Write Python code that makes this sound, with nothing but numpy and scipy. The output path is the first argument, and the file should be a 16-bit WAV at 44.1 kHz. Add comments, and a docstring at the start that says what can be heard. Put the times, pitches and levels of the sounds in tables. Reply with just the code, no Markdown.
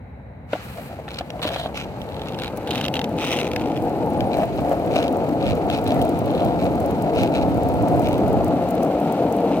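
"""An asphalt street: a skateboard is pushed off and gathers speed, a camera in the rider's hand.
The road's grain drums through the wheels, the bearings whirr and feet knock on the wooden deck.
Soles stick and slip on grit, something small ticks on the left, and there is a thin hiss with a
few faint squeaks. Headwind buffets the two microphone ports; the town hums far off."""
import sys
import numpy as np
from scipy import signal
from scipy.fft import rfft, irfft, next_fast_len
from scipy.io import wavfile
from scipy.ndimage import uniform_filter1d, map_coordinates

SR = 44100
rng = np.random.default_rng(int(sys.argv[2]) if len(sys.argv) > 2 else 0)


def store_pcm(level_fs):
    """Save levels as 16-bit WAV."""
    pcm = np.round(np.clip(level_fs, -1, 1) * 32767).astype(np.int16)
    wavfile.write(sys.argv[1], SR, np.atleast_2d(pcm).T)


N = 423360

# Strokes of a sole. Each row: start, crest and end in seconds, crest level in dB, slips per second
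# at the crest, bite (0 dry scrape, 1 hollow rattle, 2 full rasp).
STROKES = [(1.085, 1.201, 1.22, -36, 101.7, 0.52), (1.415, 1.431, 1.464, -26, 367, .1),
           (1.46, 1.476, 1.497, -25, 370, 0.2), (1.496, 1.54, 1.57, -31, 220, 0.58),
           (1.559, 1.584, 1.68, -32.5, 496, 0), (1.741, 1.773, 1.85, -31, 293, 1.5),
           (2.087, 2.274, 2.36, -40, 58.8, 0.18), (2.38, 2.433, 2.495, -31, 92.3, 0.34),
           (2.669, 2.731, 2.87, -31, 160.5, 0.19), (2.941, 2.96, 2.985, -35, 219, 0.5),
           (3.177, 3.232, 3.275, -27, 228, 1.74), (3.261, 3.327, 3.41, -24.5, 229, 2),
           (3.374, 3.39, 3.48, -29.5, 97, 1.7), (3.486, 3.606, 3.79, -41.5, 58.9, 1.7),
           (4.31, 4.334, 4.385, -37, 120.5, 1.05), (4.381, 4.43, 4.46, -40, 160, 1.3),
           (4.565, 4.59, 4.61, -40, 140, .95), (4.908, 4.963, 5.075, -31.5, 149.7, 1.2),
           (5.404, 5.491, 5.535, -32, 143, 0.7), (5.707, 5.735, 5.8, -31, 259, 0.67),
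           (5.852, 5.912, 5.95, -33.5, 91.9, 0.5), (5.978, 6.032, 6.22, -46, 85.4, 0.6),
           (6.241, 6.401, 6.55, -40.5, 117.9, 0.26), (6.585, 6.63, 6.68, -37, 89.3, .95),
           (7.132, 7.209, 7.28, -31.5, 228.6, 1.26), (7.318, 7.362, 7.44, -33, 149, 0.92),
           (8.014, 8.048, 8.21, -38, 89.2, 1.6), (8.45, 9.151, 9.44, -51.5, 300, 1.7),
           (9.44, 9.543, 9.6, -42.5, 149.4, 1.6)]
# Hard snaps of grit. Each row: time in seconds, peak in dB, pitch in Hz.
SNAPS = [(1.109, -30, 3300), (1.144, -20, 3740), (1.166, -36, 3780), (1.1877, -14.5, 3920),
         (1.303, -19, 2850), (1.52, -23, 2800), (1.535, -21, 2800), (2.0168, -24, 2830),
         (2.2847, -23, 2850), (2.345, -25, 2820), (2.674, -24, 2750), (2.708, -13, 2770),
         (2.756, -13, 2710), (2.7782, -17, 2780), (2.812, -14, 2840), (2.8415, -15, 2880),
         (2.8515, -13, 2820), (2.8625, -16, 2800), (2.882, -9.5, 2800), (2.94, -13, 2930),
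         (2.9545, -14.5, 2900), (2.9675, -13, 2800), (2.9925, -13.5, 2810), (3.015, -15.5, 2820),
         (3.0425, -15.5, 2850), (3.468, -20, 2500), (3.5152, -20, 2340), (3.5344, -21.5, 2350),
         (3.5617, -11.5, 2290), (3.6188, -25, 2450), (3.765, -23.5, 2570), (3.7747, -25, 2500),
         (4.206, -17, 2520), (5.028, -19, 3080), (5.08, -20, 2860), (5.7, -14.5, 2770), (5.923, -31, 2830),
         (6.0154, -21, 2830)]
# Blows on the deck. Each row: time in seconds, peak in dB, bass weight on a log scale,
# crack in dB relative to the peak, pitch in Hz.
KNOCKS = [(0.5319, -9, -3, -9.5, 608), (0.5525, -18, -20, -22, 700), (0.5595, -22, -22, -18, 770),
          (1.08, -24, -21, -1.5, 785), (1.209, -16.5, -21, -16.5, 757), (1.393, -23, -12, -8, 660),
          (1.4505, -12.5, 5, -11, 627), (1.504, -17.5, -20, -10, 724), (1.56, -13, -15, -10, 736),
          (1.6584, -13, -22, -18, 710), (4.432, -14, -14, -24, 690), (4.588, -15, -14, -24, 695),
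          (4.714, -18, -22, -19, 705), (4.9625, -10, -8, -32, 646), (4.989, -14, -20, -27, 716),
          (5.919, -23, -5, -29, 650)]
# The rattle's hardest ticks. Each row: time in seconds, peak in dB.
HARD_TICKS = [(2.5731, -24), (5.8775, -22), (6.0157, -22), (6.024, -24), (6.0501, -26), (7.0219, -25),
              (7.233, -24), (7.884, -23), (8.1289, -25), (8.4452, -22), (8.7081, -23), (8.8313, -23)]
# Weight on the wheels. Each row: middle and length in seconds, growl level in dB.
GROWLS = [(0.78, 0.069, -36), (0.92, 0.11, -36), (0.995, 0.025, -29.5), (1.524, 0.62, -31.5),
          (4.391, 0.13, -24), (4.431, 0.044, -21), (4.693, 0.29, -25.5), (4.72, 0.042, -24),
          (4.984, 0.26, -23.5), (5.94, 0.28, -24.5), (7.957, 0.23, -29.5)]
# Gusts and calms. Each row: middle and length in seconds, level change in dB.
GUSTS = [(3.0, 2, -9), (4.1, 1.3, 2), (5.517, 0.29, 10), (6.027, 0.39, 6.5), (7.22, 0.24, 3),
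         (6.817, 0.5, 0.5), (8.1, 2.7, 5.5), (9.2, 1.64, -25)]

# Ringing modes. Each row: frequency in Hz, relative level in dB, t60 in seconds.
DECK_MODES = [(316, 5.5, 0.059), (514, -4.5, 0.047), (609, 12.5, 0.021), (1005, -4, 0.027),
              (1465, -8.5, 0.029), (2140, -14.5, 0.016), (2880, -6, 0.013)]
SNAP_MODES = [(2120, -6, 0.016), (2783, 3, 0.014), (3190, 3, 0.013), (3780, -0.5, 0.012),
              (4180, -13.5, 0.012), (5820, -16, 0.023)]

# Spectra. Each row: frequency in Hz, relative spectral density in dB.
SLOW_ROLL_SPECTRUM = [(41, -28.5), (70, -5), (123, 5), (189, 4), (290, 4), (388, -1), (491, 4.5),
                      (743, -2.5), (853, 1.5), (1030, -13), (1420, -17), (1900, -30), (2470, -51),
                      (4180, -120)]
FAST_ROLL_SPECTRUM = [(50, -43), (100, -15.5), (172, -1), (225, -2.5), (293, 3.5), (370, -4.5), (480, -1),
                      (620, -2), (705, 1.5), (775, -5.5), (880, -8.5), (1080, -21), (1370, -21.5),
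                      (1750, -44), (4000, -56.5)]
GROWL_SPECTRUM = [(200, -15), (400, -21), (540, 2.5), (690, 8.5), (790, -3), (950, -9.5), (1400, -17.5),
                  (1900, -20), (4000, -38)]
WHIRR_SPECTRUM = [(500, -5), (1350, 6), (1900, 1), (2400, 4), (3000, 0), (3400, -4.5), (4100, -2.5),
                  (5400, -12), (6300, -12), (7500, -14.5), (12000, -36)]
DRY_SCRAPE_SPECTRUM = [(600, -8), (1000, 4.5), (1300, -2), (1700, -1), (2400, -5.5), (3100, 4.5), (4000, 4),
                       (4800, -10), (6000, -17), (7500, -17.5), (10000, -19), (16000, -22)]
HOLLOW_RATTLE_SPECTRUM = [(600, -14), (1050, -7), (1370, 3), (1650, -4), (1950, -11), (2300, 6.5),
                          (2750, 4.5), (3300, -8), (3650, -3), (4000, 1), (4500, -8), (5200, -10),
                          (6500, -16), (8100, -18), (10000, -24), (16000, -24)]
FULL_RASP_SPECTRUM = [(600, -13), (1000, -2), (1320, -1.5), (1650, -11), (1900, -1), (2200, 2.5),
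                      (2700, 5.5), (3350, 2), (3800, -1), (4500, -13), (5600, -8.5), (6600, -9.5),
                      (7100, -24), (8100, -14), (10000, -21), (16000, -21)]
GRIT_CRACK_SPECTRUM = [(600, -29), (1300, -3.5), (2300, -11), (2900, -0.5), (3900, -7.5), (4700, -9),
                       (6000, -14.5), (7000, -15), (8000, -21), (16000, -21)]
WOOD_CRACK_SPECTRUM = [(600, -16), (1400, 9), (2200, 0), (2900, 2), (4000, -9), (5500, -21), (16000, -28)]
TICK_SPECTRUM = [(2000, -63), (4500, 1), (8000, 6.5), (13000, 6.5), (16000, 9.5), (17500, -9)]
HISS_SPECTRUM = [(2000, 10.5), (5500, -30), (7300, 2), (8100, 8.5), (10000, 3.5), (12000, 10), (16000, 2.5)]
TOWN_SPECTRUM = [(25, -48.5), (60, 1.5), (95, -2), (130, -1), (165, -6), (245, -8.5), (350, -20),
                 (520, -14.5), (800, -16.5), (1150, -29), (2200, -27.5), (3000, -46), (3600, -52),
                 (3900, -39), (4300, -53), (5000, -63)]
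WIND_SPECTRUM = [(20, -36), (40, -7), (65, 4.5), (105, 9.5), (170, 4.5), (300, -2), (900, -76)]

# Likeness of the ports. Each row: frequency in Hz, coherence from 0 to 1.
ROLL_COHERENCE = [(100, 1), (300, 0.99), (800, 1), (1200, 0.98), (2000, 0.1)]
RUB_COHERENCE = [(1000, .85), (2000, .72), (4000, .72), (4900, .35), (6000, .42), (9000, .15)]
TOWN_COHERENCE = [(230, 0.97), (500, 0.52), (2000, 0.1)]
WHIRR_COHERENCE = [(1300, 0.33), (3000, 0.42), (6000, 0.16)]

# The left port hears more treble. Each row: frequency in Hz, left minus right in dB.
HISS_BALANCE = [(4000, -1), (6500, 3), (9000, 6.5), (14000, 7.5)]
# Where the rubbing is. Each row: time in seconds, left minus right in dB.
RUB_BALANCE = [(1.1, 0), (1.45, -1), (2.9, -0.5), (3.3, 1), (4.2, 2), (9.6, 1)]
# The camera turns in the hand. Each row: time in seconds, lead of the left port in milliseconds.
LEFT_LEAD = [(0.6, 0.15), (2.0, 0.15), (2.65, 0.07), (3.7, 0.08), (4.3, 0.15), (5.2, 0.16), (7.8, 0.17),
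             (8.5, 0.1), (9.6, 0.07)]

TIME_S = np.arange(N) / SR
PUSH_S, SPEED_TAU_S = 0.53, 2.105
DECK_MAIN_HZ, SNAP_MAIN_HZ = 644, 2850  # pitches that leave the modes untransposed


def wheels():
    """The rolling board: rumble, growls and whirr."""
    rumble = ports(road_grain() + growls(), ROLL_COHERENCE) * pan(2.24)
    return turned(rumble + whirr())


def road_grain():
    """Asphalt stones drum the deck through the wheels; speed wakes other resonances."""
    fast_share = np.clip((speed(TIME_S) - 0.62) / 0.26, 0, 1)
    rate_hz = 900 + 1500 * fast_share
    contacts = np.array([grains(rate_hz, spread_db=0.5) for port in range(2)])
    stones = contacts * rng.choice([-1, 1], (2, N)) / np.sqrt(rate_hz)
    slow = np.sqrt(1 - fast_share) * unit(ring(stones, SLOW_ROLL_SPECTRUM))
    fast = np.sqrt(fast_share) * unit(ring(stones, FAST_ROLL_SPECTRUM))
    drum = load_shift(slow + fast, depth_db=1.4)
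    lull = amp(-4 * swell(middle_s=4.52, length_s=0.27))  # the wheels go light
    return drum * with_speed(full_db=-19, range_db=24.5) * amp(0.7 * wobble(14)) * lull


def load_shift(pair, depth_db):
    """Deck resonances come and go independently as the load on the wheels shifts."""
    bins = signal.stft(pair, nperseg=2048)[2]
    drift = uniform_filter1d(rng.standard_normal(bins.shape[1:]), size=4, axis=0)
    drift = uniform_filter1d(drift, size=6, axis=1)
    gain = amp(depth_db * np.clip(unit(drift), -2, 2))
    return unit(signal.istft(bins * gain, nperseg=2048)[1][:, :N])


def growls():
    """Loaded wheels judder on the stones and drive the deck's midrange."""
    judder = rng.standard_normal((2, N)) * amp(3.4 * wobble(260))
    load = sum(amp(db) * swell(middle_s, length_s) for middle_s, length_s, db in GROWLS)
    return unit(ring(judder, GROWL_SPECTRUM)) * load


def whirr():
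    """A brief soft hiss comes in at about half a second and fades; a whirr then grows with speed."""
    noise = ring(rng.standard_normal((2, N)) * amp(1.83 * wobble(200)), WHIRR_SPECTRUM)
    noise = unit(ports(noise, WHIRR_COHERENCE))
    brief_hiss = amp(-41.5) * set_off() * np.interp(TIME_S - PUSH_S, [0, 0.49], [1, 0])
    return noise * (with_speed(full_db=-42.5, range_db=11) + brief_hiss)


def knocks(attack_s=0.0015):
    """Feet, trucks and bumps knock the deck: damped modes, pitched by where the blow lands, and a crack."""
    track, t = np.zeros((2, N)), np.arange(SR // 8) / SR
    for at_s, peak_db, bass, crack_db, pitch_hz in KNOCKS:
        tilt = [(300, 0.87 * (bass - 8)), (600, 0), (1300, 0.82 * (crack_db + 12.5))]
        wood = np.zeros_like(t)
        for hz, mode_db, t60_s in DECK_MODES:
            decay = amp(mode_db + along(tilt, hz) + rng.normal(0, 0.94) - 60 * t / t60_s)
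            wood += decay * np.sin(2 * np.pi * hz * pitch_hz / DECK_MAIN_HZ * t)
        add(track, at_s, wood * (1 - np.exp(-t / attack_s)), peak_db)
        add(track, at_s, ring(burst(t60_s=0.054), WOOD_CRACK_SPECTRUM), peak_db + crack_db)
    return track * pan(1.5)


def scuffs(edge_db=-8, db_per_rate_doubling=14, touch_s=0.0022):
    """Soles rub on grit in runs of slips, faster when harder, with single snaps among them."""
    track = np.zeros((2, N))
    spectra = [DRY_SCRAPE_SPECTRUM, HOLLOW_RATTLE_SPECTRUM, FULL_RASP_SPECTRUM]
    for start_s, crest_s, end_s, crest_db, rate_hz, bite in STROKES:
        span = np.arange(round(start_s * SR), min(round(end_s * SR), N))
        t = span / SR
        ease_db = edge_db * np.interp(t, [start_s, crest_s, end_s], [1, 0, 1])
        envelope = slips(rate_hz * 2 ** (ease_db / db_per_rate_doubling))
        crackle = envelope * rng.standard_normal((3, 2, SR))[..., :len(span)]
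        shares = np.maximum(1 - abs(bite - np.arange(3)), 0)
        rub = sum(np.sqrt(shares[k]) * unit(ring(crackle[k], spectra[k])) for k in range(3))
        touch = np.clip(np.minimum(t - start_s, end_s - t) / touch_s, 0, 1)
        track[:, span] += rub * amp(crest_db + ease_db) * touch
    for at_s, peak_db, pitch_hz in SNAPS:
        add(track, at_s, snap(pitch_hz), peak_db)
    return turned(ports(track, RUB_COHERENCE)) * pan(curve(RUB_BALANCE))


def slips(rate_hz, jitter=0.35, scatter_db=3, t60_s=0.014, rub_db=-8):
    """Stick-slip envelope: uneven, fast-dying kicks over a faint steady rub."""
    gaps, sizes = np.clip(rng.standard_normal((400, 2)), -2, 2).T
    onsets = np.searchsorted(np.cumsum(rate_hz) / SR, np.cumsum(np.exp(jitter * gaps)) - 0.5)
    kicks = np.bincount(onsets, amp(scatter_db * sizes) ** 2, len(rate_hz) + 1)[:len(rate_hz)]
    power = signal.lfilter([1], [1, -amp(-60 / t60_s / SR) ** 2], kicks)
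    return np.sqrt(power / (power.mean() + 1e-20) + amp(rub_db) ** 2)


def snap(pitch_hz, crack_db=4, attack_s=0.00051):
    """A piece of grit gives way: a dry crack and a short hollow ring."""
    crack = ring(burst(t60_s=0.016), GRIT_CRACK_SPECTRUM)
    t = np.arange(crack.shape[1]) / SR
    modes = np.zeros_like(crack)
    for hz, mode_db, t60_s in SNAP_MODES:
        decay = amp(mode_db + 2 * rng.standard_normal((2, 1)) - 60 * t / t60_s)
        tuned_hz = hz * pitch_hz / SNAP_MAIN_HZ * rng.normal(1, 0.01)
        modes += decay * np.sin(2 * np.pi * (tuned_hz * t + rng.random((2, 1))))
    return modes * (1 - np.exp(-t / attack_s)) + amp(crack_db) * crack / np.abs(crack).max()


def ticks(median_gap_s=0.07, full_db=-27.5, range_db=32, scatter_db=3):
    """Something small and hard rattles unevenly by the left port, harder with speed."""
    track = np.zeros((2, N))
    gaps, sizes = np.clip(rng.standard_normal((200, 2)), -2, 2).T
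    times_s = PUSH_S + np.cumsum(median_gap_s * np.exp(0.81 * gaps))
    peaks_db = full_db - range_db * (1 - speed(times_s)) + scatter_db * sizes
    light_ticks = [(at_s, db) for at_s, db in zip(times_s, peaks_db) if at_s < N / SR]
    for at_s, db in list(HARD_TICKS) + light_ticks:
        add(track, at_s, ring(burst(t60_s=0.017), TICK_SPECTRUM) * pan(9.7), db)
    return track


def headwind():
    """Low lumps of air, different at each port, grow with speed and come in gusts."""
    air = unit(ring(rng.standard_normal((2, N)), WIND_SPECTRUM))
    lumps = amp(2.05 * np.array([wobble(22), wobble(9)]))
    gust_db = sum(db * swell(middle_s, length_s) for middle_s, length_s, db in GUSTS)
    return air * lumps * with_speed(full_db=-31, range_db=28.5) * amp(gust_db) * pan(-6.5)


def hiss():
    """A thin, flickering hiss swells briefly, then follows speed; stronger on the left."""
    air = unit(ring(rng.standard_normal((2, N)), HISS_SPECTRUM))
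    air = filtered(air, lambda hz: pan(along(HISS_BALANCE, hz)))
    early_swell = amp(-51) * swell(middle_s=PUSH_S + 0.21, length_s=0.61)
    return air * (with_speed(full_db=-55.5, range_db=9) + early_swell) * amp(2.1 * wobble(40))


def squeaks(times_s=(4.105, 4.18, 4.27), pitch_hz=9700, width_hz=700):
    """Three faint, high squeaks of narrow-band noise."""
    band = filtered(rng.standard_normal((2, N)), lambda hz: np.exp(-((hz - pitch_hz) / width_hz) ** 2))
    return unit(band) * amp(-52.5) * sum(swell(at_s, length_s=0.035) for at_s in times_s)


def town():
    """Steady far-off hum of the streets."""
    hum = ports(ring(rng.standard_normal((2, N)), TOWN_SPECTRUM), TOWN_COHERENCE, lead_ms=0.16)
    return unit(hum) * amp(-38.5) * pan(0.71)


def speed(time_s):
    """Share of full speed, approached exponentially after the push-off."""
    return 1 - np.exp(-np.maximum(time_s - PUSH_S, 0) / SPEED_TAU_S)


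def set_off(attack_s=0.083):
    """Soft rise from 0 to 1 as the board starts to move."""
    return np.interp(TIME_S - PUSH_S, [-attack_s, 0], [0, 1]) ** 3


def with_speed(full_db, range_db):
    """Gain that fades in range_db below full_db and grows with speed."""
    return set_off() * amp(full_db - range_db * (1 - speed(TIME_S)))


def ports(pair, coherence, lead_ms=0):
    """Two unrelated signals become partly coherent left and right, the left early by lead_ms."""
    angle = lambda hz: np.arccos(np.clip(along(coherence, hz), 0, 1)) / 2
    mid, side = filtered(pair, lambda hz: np.array([np.cos(angle(hz)), np.sin(angle(hz))]))
    lead = lambda hz: np.exp(np.array([[1j], [-1j]]) * np.pi * hz * lead_ms / 1000)
    return filtered(np.array([mid + side, mid - side]), lead)


def turned(pair):
    """The delay between the ports follows the camera's turn."""
    shift = curve(LEFT_LEAD) * SR / 2000  # samples per port
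    return np.array([map_coordinates(x, [np.arange(N) + way * shift]) for x, way in zip(pair, (1, -1))])


def pan(balance_db):
    """Port gains for a left-minus-right level."""
    return amp(np.array([[0.5], [-0.5]]) * balance_db)


def amp(db):
    """Decibels to gain."""
    return 10 ** (np.asarray(db) / 20)


def unit(x):
    """x at rms 1."""
    return x / np.sqrt(np.mean(x ** 2) + 1e-20)


def along(points, hz):
    """(Hz, value) points read on a log axis."""
    knots_hz, values = np.transpose(points)
    return np.interp(np.log(hz + 1), np.log(knots_hz + 1), values)


def curve(points):
    """(seconds, value) points read at every sample."""
    return np.interp(TIME_S, *np.transpose(points))


def swell(middle_s, length_s):
    """Smooth rise from 0 to 1 and back."""
    return np.cos(np.pi * np.clip((TIME_S - middle_s) / length_s, -0.5, 0.5)) ** 2


def wobble(rate_hz):
    """Smooth random curve with rate_hz knots a second."""
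    return map_coordinates(rng.standard_normal(int(N * rate_hz / SR) + 4), [TIME_S * rate_hz])


def grains(rate_hz, spread_db):
    """Random contacts of unequal size."""
    return (rng.random(N) < rate_hz / SR) * amp(spread_db * np.clip(rng.standard_normal(N), -2, 2))


def burst(t60_s, size=1024):
    """A dying puff of noise for each port."""
    return rng.standard_normal((2, size)) * amp(-60 * np.arange(size) / SR / t60_s)


def filtered(x, response):
    """x through a frequency response."""
    size = next_fast_len(x.shape[-1] + 8192)
    return irfft(rfft(x, size) * response(np.fft.rfftfreq(size, 1 / SR)), size)[..., :x.shape[-1]]


def ring(x, spectrum, size=4096):
    """x through a minimum-phase filter with this spectrum."""
    cepstrum = irfft(np.log(amp(along(spectrum, np.fft.rfftfreq(size, 1 / SR)))))
    cepstrum[1:size // 2] *= 2
    cepstrum[size // 2 + 1:] = 0
    impulse = irfft(np.exp(rfft(cepstrum)))
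    return signal.oaconvolve(x, impulse[None], axes=1)[:, :x.shape[-1]]


def add(track, at_s, sound, peak_db):
    """Mix a sound in, scaled to peak_db."""
    part = track[:, round(at_s * SR):][:, :sound.shape[-1]]
    part += (amp(peak_db) * sound / np.abs(sound).max())[..., :part.shape[1]]


def scene():
    """All sources, summed in the open air."""
    return wheels() + hiss() + scuffs() + knocks() + ticks() + squeaks() + headwind() + town()


def record(dry):
    """The camera's band limit, 16 kHz."""
    return filtered(dry, lambda hz: hz < 16000)


dry = scene()
out = record(dry)
store_pcm(out)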